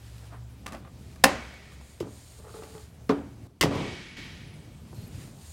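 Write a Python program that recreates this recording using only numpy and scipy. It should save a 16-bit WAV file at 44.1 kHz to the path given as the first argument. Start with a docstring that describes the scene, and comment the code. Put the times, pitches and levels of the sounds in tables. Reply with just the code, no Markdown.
"""A workshop hall, close to a mechanic, over a low hum, hall noise and rustling clothes. A steel prop rod
scrapes, rattles and snaps into its clip (1.2 s). The hood bonks under a hand (2 s), creaks down on its
hinges, knocks on its catch (3.1 s) and slams shut (3.6 s), with the level pulled down around the slam.
The blows ring the metal and the far walls answer late. A thin squeal wanders through the tail, and
boots thud and squeak on the concrete (5 s)."""
import sys
import numpy as np
from scipy import signal
from scipy.fft import rfft, irfft
from scipy.io import wavfile
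from scipy.ndimage import uniform_filter1d

SR = 44100
rng = np.random.default_rng(int(sys.argv[2]) if len(sys.argv) > 2 else 0)


def store_wav(level_fs):
    """Save 16-bit WAV to argv[1]."""
    pcm = np.round(np.clip(np.atleast_2d(level_fs), -1, 1) * 32767)
    wavfile.write(sys.argv[1], SR, pcm.T.astype(np.int16))


N = 243591

# hood on hinges, hands and rubber stops (time [s], level [dB], hardness [dB], chatter [ms])
HOOD_HITS = [(2.0055, -26, -4, 4.7), (2.027, -25, -12, 9.4), (2.045, -31, -8, 15), (2.07, -31, -8, 15),
             (2.4, -43, 1, 3.5), (2.541, -34, 4, 5.5), (2.622, -33, 1, 5.6), (2.751, -31, -5, 1.7),
             (3.094, -7, 21, 16.4), (3.106, -16.5, 6.5, 10.8), (3.454, -44.5, -6, 13.6),
             (3.495, -43, -8, 19), (3.634, -3, -1, 9.4), (3.644, -1, -13, 4.3), (3.658, -4, -13, 23.4),
             (3.71, -13.5, -1, 85), (3.753, -10, -6, 11), (3.785, -15, -2.5, 81), (3.83, -18, -3, 11),
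             (3.875, -19.5, -10, 17), (3.92, -26, -23, 30), (4.929, -35, -3, 7.3)]
# thump of the hood (frequency [Hz], level [dB])
HOOD_BODY = [(40, -32), (70, -4.5), (140, 3), (230, -4), (420, -1), (560, -5.5), (800, -8), (1150, -10.5),
             (2000, -27.5), (4000, -31), (15800, -61.5)]
# ring of the hood (frequency [Hz], level [dB], t60 [s])
HOOD_MODES = [(81.5, 0, 0.78), (135.3, 3, 0.74), (174.4, 0, 0.994), (283.35, 10.5, 0.464),
              (357, 10.5, 0.391), (424.4, 10, 0.26), (558, -3.5, 0.26), (764, -3, 0.38), (810, -27, 0.16),
              (994, -3.5, 0.55), (1165, -1, 0.14)]
# latch on its catch (time [s], level [dB], hardness [dB], chatter [ms])
LATCH_HITS = [(2.0023, -36, 33.5, 14), (2.6344, -40, -2.5, 4.8), (2.7801, -39.5, -11.5, 1.74),
              (3.0929, -30, 5, 2), (3.6107, -1, 1, 8.2), (3.6184, -8.5, -5, 7.3), (3.6274, -1, -9, 2.2),
              (3.6354, -7.5, -4.5, 12.4), (3.6464, -22, -6, 11), (3.7544, -28.5, 3, 2)]
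# clack of the latch (frequency [Hz], level [dB])
LATCH_BODY = [(180, -4.5), (300, -0.5), (812, -20), (1090, -3), (1660, -13.5), (1990, -2), (2470, -14),
              (2720, -3.5), (4190, -13.5), (4790, -9), (15800, -27)]
# ring of the latch (frequency [Hz], level [dB], t60 [s])
LATCH_MODES = [(892, 2, 1.643), (2050, -6, 0.081), (3200, -7, 0.107), (4960, -19, 0.11)]
# prop rod on clip and frame (time [s], level [dB], hardness [dB], chatter [ms])
ROD_HITS = [(.662, -30, 0.5, 4.55), (.666, -23, 0.5, 1.3), (.676, -33.5, -1, 15), (.722, -35.5, 0.5, 4.7),
            (.731, -34.5, 2, 7.6), (.748, -31, -9.5, 5.55), (.77, -42.5, -5, 2.4), (.848, -43.5, -13.5, 11),
            (.875, -44.5, -16, 4.4), (1.159, -44, -0.5, 6.4), (1.2387, -9.5, -8.5, 0.56),
            (1.2398, 2, 7, 1.9), (1.2431, 0, 4.5, 2.8), (1.2535, -12.5, -6.5, 5.1), (1.539, -40.5, 1, 3.6),
            (1.719, -47, 4, 7.3), (1.812, -43, -2.5, 3.1)]
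# snap of the rod (frequency [Hz], level [dB])
ROD_BODY = [(59, -46), (100, -13), (228, 2), (405, -8.5), (797, -3.5), (925, -9.5), (1120, -4.5),
            (2020, -10), (3440, -15.5), (10600, -21.5), (15800, -35)]
# ring of the rod (frequency [Hz], level [dB], t60 [s])
ROD_MODES = [(285.5, 7, 0.304), (544, 5, 0.265), (598, -4, 0.3), (795, 2.5, .15), (1050, -6, 0.27),
             (1207, 8, .14), (1815, 0, .1), (2090, -8.5, 0.22), (2683.2, -11.5, 0.2), (4054, -16.5, .1),
             (5110, -2, 0.054), (5890, -5.5, .08)]
# rod and hand sliding over the frame (time [s], hold [s], level [dB])
SCRAPES = [(.24, 0.0087, -55), (.335, 0.011, -46), (.67, 0.044, -55), (.745, 0.0048, -44),
           (.858, 0.02, -57)]
# hinges creaking as the hood swings down (time [s], hold [s], level [dB])
CREAKS = [(2.468, .015, -47), (2.565, 0.0057, -46.5), (2.643, 0.013, -47.5), (2.762, 0.011, -50.5)]
# hinge arm resonances (frequency [Hz], width [Hz], level [dB])
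HINGE_RINGS = [(445, 42, 9.5), (540, 140, -1), (835.6, 58, 0.5), (1120, 280, -6)]
# boots on concrete (time [s], peak [dB])
STEPS = [(4.984, -34), (5.038, -30), (5.146, -29.5), (5.177, -32.5), (5.229, -42), (5.444, -42)]
# boot sole twisting (time [s], hold [s], level [dB])
SQUEAKS = [(4.965, .04, -64), (5.038, .012, -60)]
# path of the thin squeal (time [s], pitch [Hz], level [dB])
SQUEAL_PATH = [(3.98, 9000, -66), (4.02, 9200, -63), (4.07, 10300, -67), (4.12, 10100, -62),
               (4.17, 9900, -67), (4.22, 11300, -71), (4.3, 10300, -76), (4.38, 10900, -72),
               (4.44, 10100, -74), (4.48, 10150, -69), (4.56, 9900, -73), (4.575, 8900, -68),
               (4.64, 7700, -75), (4.8, 8600, -65), (4.84, 8600, -77), (4.9, 9000, -67),
               (4.912, 11200, -66), (4.98, 12500, -65), (5.07, 12800, -67), (5.1, 8900, -74)]
# clothes rubbing as arms and legs move (time [s], hold [s], level [dB], scuff offset [dB])
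RUSTLES = [(0, 0.27, -73, 12), (1.016, .18, -76.5, 14), (1.73, .02, -67.5, -4), (1.865, .08, -61.5, -15.5),
           (2.13, .26, -58.5, -11), (2.53, 0.2927, -59.5, -1.5), (4.955, 0.078, -66, 3.5),
           (5.157, .01, -70, 6), (5.231, 0.017, -62, 8), (5.41, .12, -55.5, -10)]
# sheen of the cloth (frequency [Hz], width [Hz], level [dB])
CLOTH_BANDS = [(4440, 1750, 6), (6910, 960, 10), (8350, 600, 8.5), (11300, 3000, -29)]
# decay of the engine bay and floor echoes (frequency [Hz], t60 [s])
NEAR_T60 = [(100, 0.937), (300, 0.36), (1000, 0.48), (2300, 0.52), (3400, .45), (6000, 0.47),
            (12000, 0.091)]
# colour of those echoes (frequency [Hz], gain [dB])
NEAR_COLOUR = [(100, 3), (600, 0), (1200, -2), (2300, -2), (5000, -6), (12000, -6)]
# decay of the hall tail (frequency [Hz], t60 [s])
HALL_T60 = [(100, 2.38), (500, 0.887), (2300, 1.08), (5000, 1.3), (12000, 0.17)]
# colour of the hall tail (frequency [Hz], gain [dB])
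HALL_COLOUR = [(60, 3), (250, 2.5), (900, -7), (2300, 2), (4000, 0.5), (8000, -6.5), (15000, -23)]
# sheet panels that the echoes shake (frequency [Hz], width [Hz], gain [dB])
PANEL_RINGS = [(2236, 43, 6.5), (1888, 140, -7), (3246, 82, -8)]
# hum (time [s], low pitch [Hz], low tone [dB], upper tone [dB], rumble [dB])
HUM_PATH = [(0, 67, -49.5, -50, -52.5), (.4, 67, -49, -42.5, -54.5), (.68, 67, -49.5, -56.5, -50),
            (1.75, 69, -51, -60, -54), (2.2, 75, -55.5, -55.5, -51.5), (3.4, 75, -57, -53, -51),
            (4.8, 76, -59, -63, -51.5), (5.15, 76, -56, -57.5, -46.5), (5.52, 76, -51.5, -66, -55.5)]
# colour of the hall noise (frequency [Hz], relative density [dB])
ROOM_TONE = [(15, -51), (25, -21), (70, 1), (141, -34), (174, -12.5), (361, -26), (392, -19.5), (425, -18),
             (527, -26), (604, -22.5), (1590, -32), (8490, -37), (15800, -46)]


def hood():
    """The wide steel sheet booms under soft, heavy blows."""
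    return strike(HOOD_HITS, HOOD_BODY, HOOD_MODES, ring_db=-7.5, grain_db=1.5, corner_hz=224)


def latch():
    """The latch clacks on its catch: hard contacts with a faint ring."""
    return strike(LATCH_HITS, LATCH_BODY, LATCH_MODES, ring_db=-20, grain_db=3.5, corner_hz=3630)


def prop_rod():
    """The steel rod rings as it taps the frame and snaps into its clip."""
    return strike(ROD_HITS, ROD_BODY, ROD_MODES, ring_db=-3.5, grain_db=2, corner_hz=1520)


def strike(hits, body, modes, ring_db, grain_db, corner_hz):
    """Each blow is a dying chatter of uneven contacts; it sounds through the body and rings the modes."""
    out, t = np.zeros(N + SR), np.arange(SR) / SR
    ring = sum(undb(db) * np.sin(2 * np.pi * hz * t) * decay(t, t60) for hz, db, t60 in modes)
    metal = undb(ring_db) * ring / np.sqrt(np.sum(ring ** 2))
    crack = response(body)
    metal[:len(crack)] += crack
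    for s, db, hardness_db, chatter_ms in hits:
        age = t[:int(.007 * chatter_ms * SR)]  # seven time constants
        push = rng.standard_normal(len(age)) * undb(grain_db * rng.exponential(size=len(age)))
        push *= np.exp(-age * 1000 / chatter_ms)
        soft = signal.lfilter(*signal.butter(1, corner_hz, fs=SR), push)
        push = soft + undb(hardness_db) * (push - soft)  # hardness is the bite above the corner
        blow = signal.fftconvolve(push, metal)[:SR]
        loudest = np.sqrt(uniform_filter1d(blow[:SR // 5] ** 2, SR // 500).max())
        out[int(s * SR):int(s * SR) + SR] += blow * undb(db) / loudest / 2
    return out[:N]


def hood_bonk(at_s=2.0055, db=-25, start_hz=410, end_hz=280, sag_s=.025):
    """The hood skin pops under the hand: a rough, hollow ring that sags in pitch as it slackens."""
    t = np.maximum(np.arange(N) / SR - at_s, 0)
    hz = end_hz + (start_hz - end_hz) * np.exp(-t / sag_s)
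    ring = tone(hz * (1 + .12 * walk(300)))
    attack = 1 - np.exp(-t / .0017)
    return ring * undb(db + 1.5 * walk(120)) * decay(t, t60=.11) * attack


def rod_scrape():
    """Sliding contact sends dense, dull grains through the rod's body."""
    grains = rng.standard_normal(N) * undb(.78 * rng.exponential(size=N) + 2 * walk(90.3))
    steel = signal.fftconvolve(grains, response(ROD_BODY))[:N]
    dull = signal.lfilter(*signal.butter(2, 1500, fs=SR), steel)
    return swells(SCRAPES, rise_db_s=500, fall_db_s=355) * level(dull, 0)


def hinge_creak(slips_per_s=400):
    """Uneven stick-slip jerks ring the hinge arms."""
    slips = (rng.random(N) < slips_per_s / SR) * undb(3.2 * rng.standard_normal(N))
    arms = sum(undb(db) * band(band(slips, hz, width), hz, 3 * width) for hz, width, db in HINGE_RINGS)
    return swells(CREAKS, rise_db_s=223, fall_db_s=207) * level(arms, 0)


def footsteps(hz=104):
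    """Boots thud on concrete: a low swing that dies within a few cycles."""
    out, t = np.zeros(N + SR), np.arange(SR // 2) / SR
    attack = 1 - np.exp(-t / .0027)
    thud = np.sin(2 * np.pi * hz * t) * decay(t, t60=.054) * attack
    for s, db in STEPS:
        out[int(s * SR):int(s * SR) + len(t)] += undb(db) * thud / thud.max()
    return out[:N]


def sole_squeaks(hz=4280, waver=.035):
    """A twisting boot sole gives two short, rough chirps."""
    return tone(hz * (1 + waver * walk(400))) * swells(SQUEAKS, rise_db_s=900, fall_db_s=900)


def squeal(waver=.017, rasp=.022, flicker_db=6):
    """A thin, high tone wanders and breaks up."""
    t = np.arange(N) / SR
    s, hz, db = np.transpose(SQUEAL_PATH)
    thin = tone(np.interp(t, s, hz) * (1 + waver * walk(60) + rasp * walk(600)))
    return thin * undb(np.interp(t, s, db, -120, -120) + flicker_db * (walk(80) - .5))


def clothes_rustle(slopes_db_s=(130, 190)):
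    """Rubbing fibres shed fine grains in a few bright bands, with a duller scuff underneath."""
    sheen_gain = swells([row[:3] for row in RUSTLES], *slopes_db_s)
    scuff_gain = swells([(s, hold, db + offset) for s, hold, db, offset in RUSTLES], *slopes_db_s)
    grains = rng.standard_normal(N) * undb(2 * rng.exponential(size=N) + 1.1 * walk(44))
    sheen = sum(undb(db + 1.5 * walk(15)) * band(grains, hz, width) for hz, width, db in CLOTH_BANDS)
    scuff = undb(1.77 * walk(30)) * band(grains, 2300, 3500)
    return sheen_gain * level(sheen, 0) + scuff_gain * level(scuff, 0)


def far_walls(send, bands):
    """The hall answers late, and its tail shakes sheet panels."""
    tail = echoes(send, bands, HALL_T60, HALL_COLOUR, delay_s=.09, rise_s=.1)
    panels = sum(undb(db + 3 * walk(24.716)) * band(tail, hz, width) for hz, width, db in PANEL_RINGS)
    return tail + panels


def echoes(send, bands, t60, colour, delay_s, rise_s, block=16):
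    """Diffuse reverb: the power in each band builds up, drains away and sounds as fresh noise."""
    out = 0
    send = np.pad(send, (int(delay_s * SR), block))[:(N // block + 1) * block]
    send = send + 1e-9 * rng.standard_normal(len(send))
    for hz, air in bands:
        power = np.mean(band(send, hz, hz / 3).reshape(-1, block) ** 2, axis=1)
        drain_s = on_log(t60, hz) / np.log(1e6)
        for seconds in (rise_s, drain_s):
            keep = np.exp(-block / (seconds * SR))
            power = signal.lfilter([1 - keep], [1, -keep], power)
        out = out + np.repeat(np.sqrt(power) * undb(on_log(colour, hz)), block)[:N] * air
    return out


def hum(upper_hz=115, waver_hz=3):
    """Two wavering low tones sit on a loose rumble."""
    s, *columns = np.transpose(HUM_PATH)
    low_hz, low_db, upper_db, rumble_db = (np.interp(np.arange(N) / SR, s, c) for c in columns)
    low, upper = (tone(hz + waver_hz * walk(10)) * undb(2 * walk(9.1)) for hz in (low_hz, upper_hz))
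    rumble = band(band(rng.standard_normal(N), 112.5, 130), 112.5, 130)
    rumble = level(rumble, 0) * undb(rumble_db + 4.2 * walk(5.29))
    return undb(low_db) * low + undb(upper_db) * upper + rumble


def room_tone(bands):
    """A bed of hall noise: the bands swell together and flicker alone."""
    swell_db = .36 * walk(2.793)
    bed = sum(undb(on_log(ROOM_TONE, hz) + 10 * np.log10(hz) + swell_db + 2.4 * walk(31)) * air
              for hz, air in bands)
    return level(bed, -53.5)


def noise_bands():
    """Third-octave noise bands at rms 1, as (frequency [Hz], sound)."""
    centres = 30 * 2 ** np.arange(0, 9.4, 1 / 3)
    return [(hz, level(band(band(rng.standard_normal(N), hz, hz / 3), hz, hz / 3), 0)) for hz in centres]


def swells(rows, rise_db_s, fall_db_s):
    """Envelope that climbs to each event's level, holds and falls away."""
    t = np.arange(N) / SR
    return sum(undb(db - rise_db_s * np.maximum(s - t, 0) - fall_db_s * np.maximum(t - s - hold, 0))
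               for s, hold, db in rows)


def decay(t, t60):
    """Fade that loses 60 dB in t60 seconds."""
    return np.exp(-np.log(1000) * t / t60)


def walk(rate):
    """Smooth random modulation: a new value every 1 / rate s, spread near 1."""
    hold = int(SR / rate)
    stairs = np.repeat(rng.standard_normal(N // hold + 1), hold)
    return 1.1 * uniform_filter1d(uniform_filter1d(stairs, hold), hold)[:N]


def tone(hz):
    """Sine at rms 1 that follows a pitch."""
    return np.sqrt(2) * np.sin(2 * np.pi * np.cumsum(hz) / SR)


def band(x, hz, width_hz):
    """Resonance with gain 1 at the centre."""
    return signal.lfilter(*signal.iirpeak(min(hz, .45 * SR), hz / width_hz, fs=SR), x)


def response(colour, size=4096):
    """Minimum-phase click of unit energy with the given colour."""
    cepstrum = irfft(np.log(undb(on_log(colour, np.fft.rfftfreq(size, 1 / SR)))))
    cepstrum[1:size // 2] *= 2
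    cepstrum[size // 2 + 1:] = 0
    click = irfft(np.exp(rfft(cepstrum)))[:size // 2]
    return click / np.sqrt(np.sum(click ** 2))


def on_log(points, hz):
    """Read a curve on a log-frequency axis."""
    frequencies, values = np.transpose(points)
    return np.interp(np.log(np.maximum(hz, 1)), np.log(frequencies), values)


def level(x, db):
    """Scale to an rms level."""
    return x * undb(db) / np.sqrt(np.mean(x ** 2))


def undb(db):
    """Decibels to gain."""
    return np.exp(np.asarray(db) * np.log(10) / 20)


def scene():
    """Rod, hood and latch sound direct, off the car and floor, and off the far walls; the rest is dry."""
    rod, boom, clack = prop_rod(), hood(), latch()
    near_send = undb(-12) * rod + undb(-13) * boom + undb(-13.5) * clack
    far_send = undb(-29.5) * rod + undb(-44) * boom + undb(-14) * clack
    bands = noise_bands()
    near = echoes(near_send, bands, NEAR_T60, NEAR_COLOUR, delay_s=.0017, rise_s=.0013)
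    # reversing or shifting the noise keeps the three washes unrelated
    hall = far_walls(far_send, [(hz, air[::-1]) for hz, air in bands])
    bed = room_tone([(hz, np.roll(air, N // 2)) for hz, air in bands])
    action = rod + boom + clack + rod_scrape() + hinge_creak() + hood_bonk() + footsteps()
    texture = hum() + clothes_rustle() + squeal() + sole_squeaks()
    return (action + near + hall + texture + bed)[None]


def record(dry, dip_s=(3.472, 4.168), dip_db=-8.5, top_hz=15960):
    """The microphone sheds deep bass, the level ducks around the slam, peaks clip and the top is cut."""
    t = np.arange(N) / SR
    dip = uniform_filter1d(1. * ((t > dip_s[0]) & (t < dip_s[1])), SR // 500)
    mic = signal.lfilter(*signal.butter(2, 36, "high", fs=SR), dry)
    clipped = np.clip(mic * undb(dip_db * dip), -1, 1)
    return signal.sosfilt(signal.ellip(10, .2, 60, top_hz, fs=SR, output="sos"), clipped)


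dry = scene()
out = record(dry)
store_wav(out)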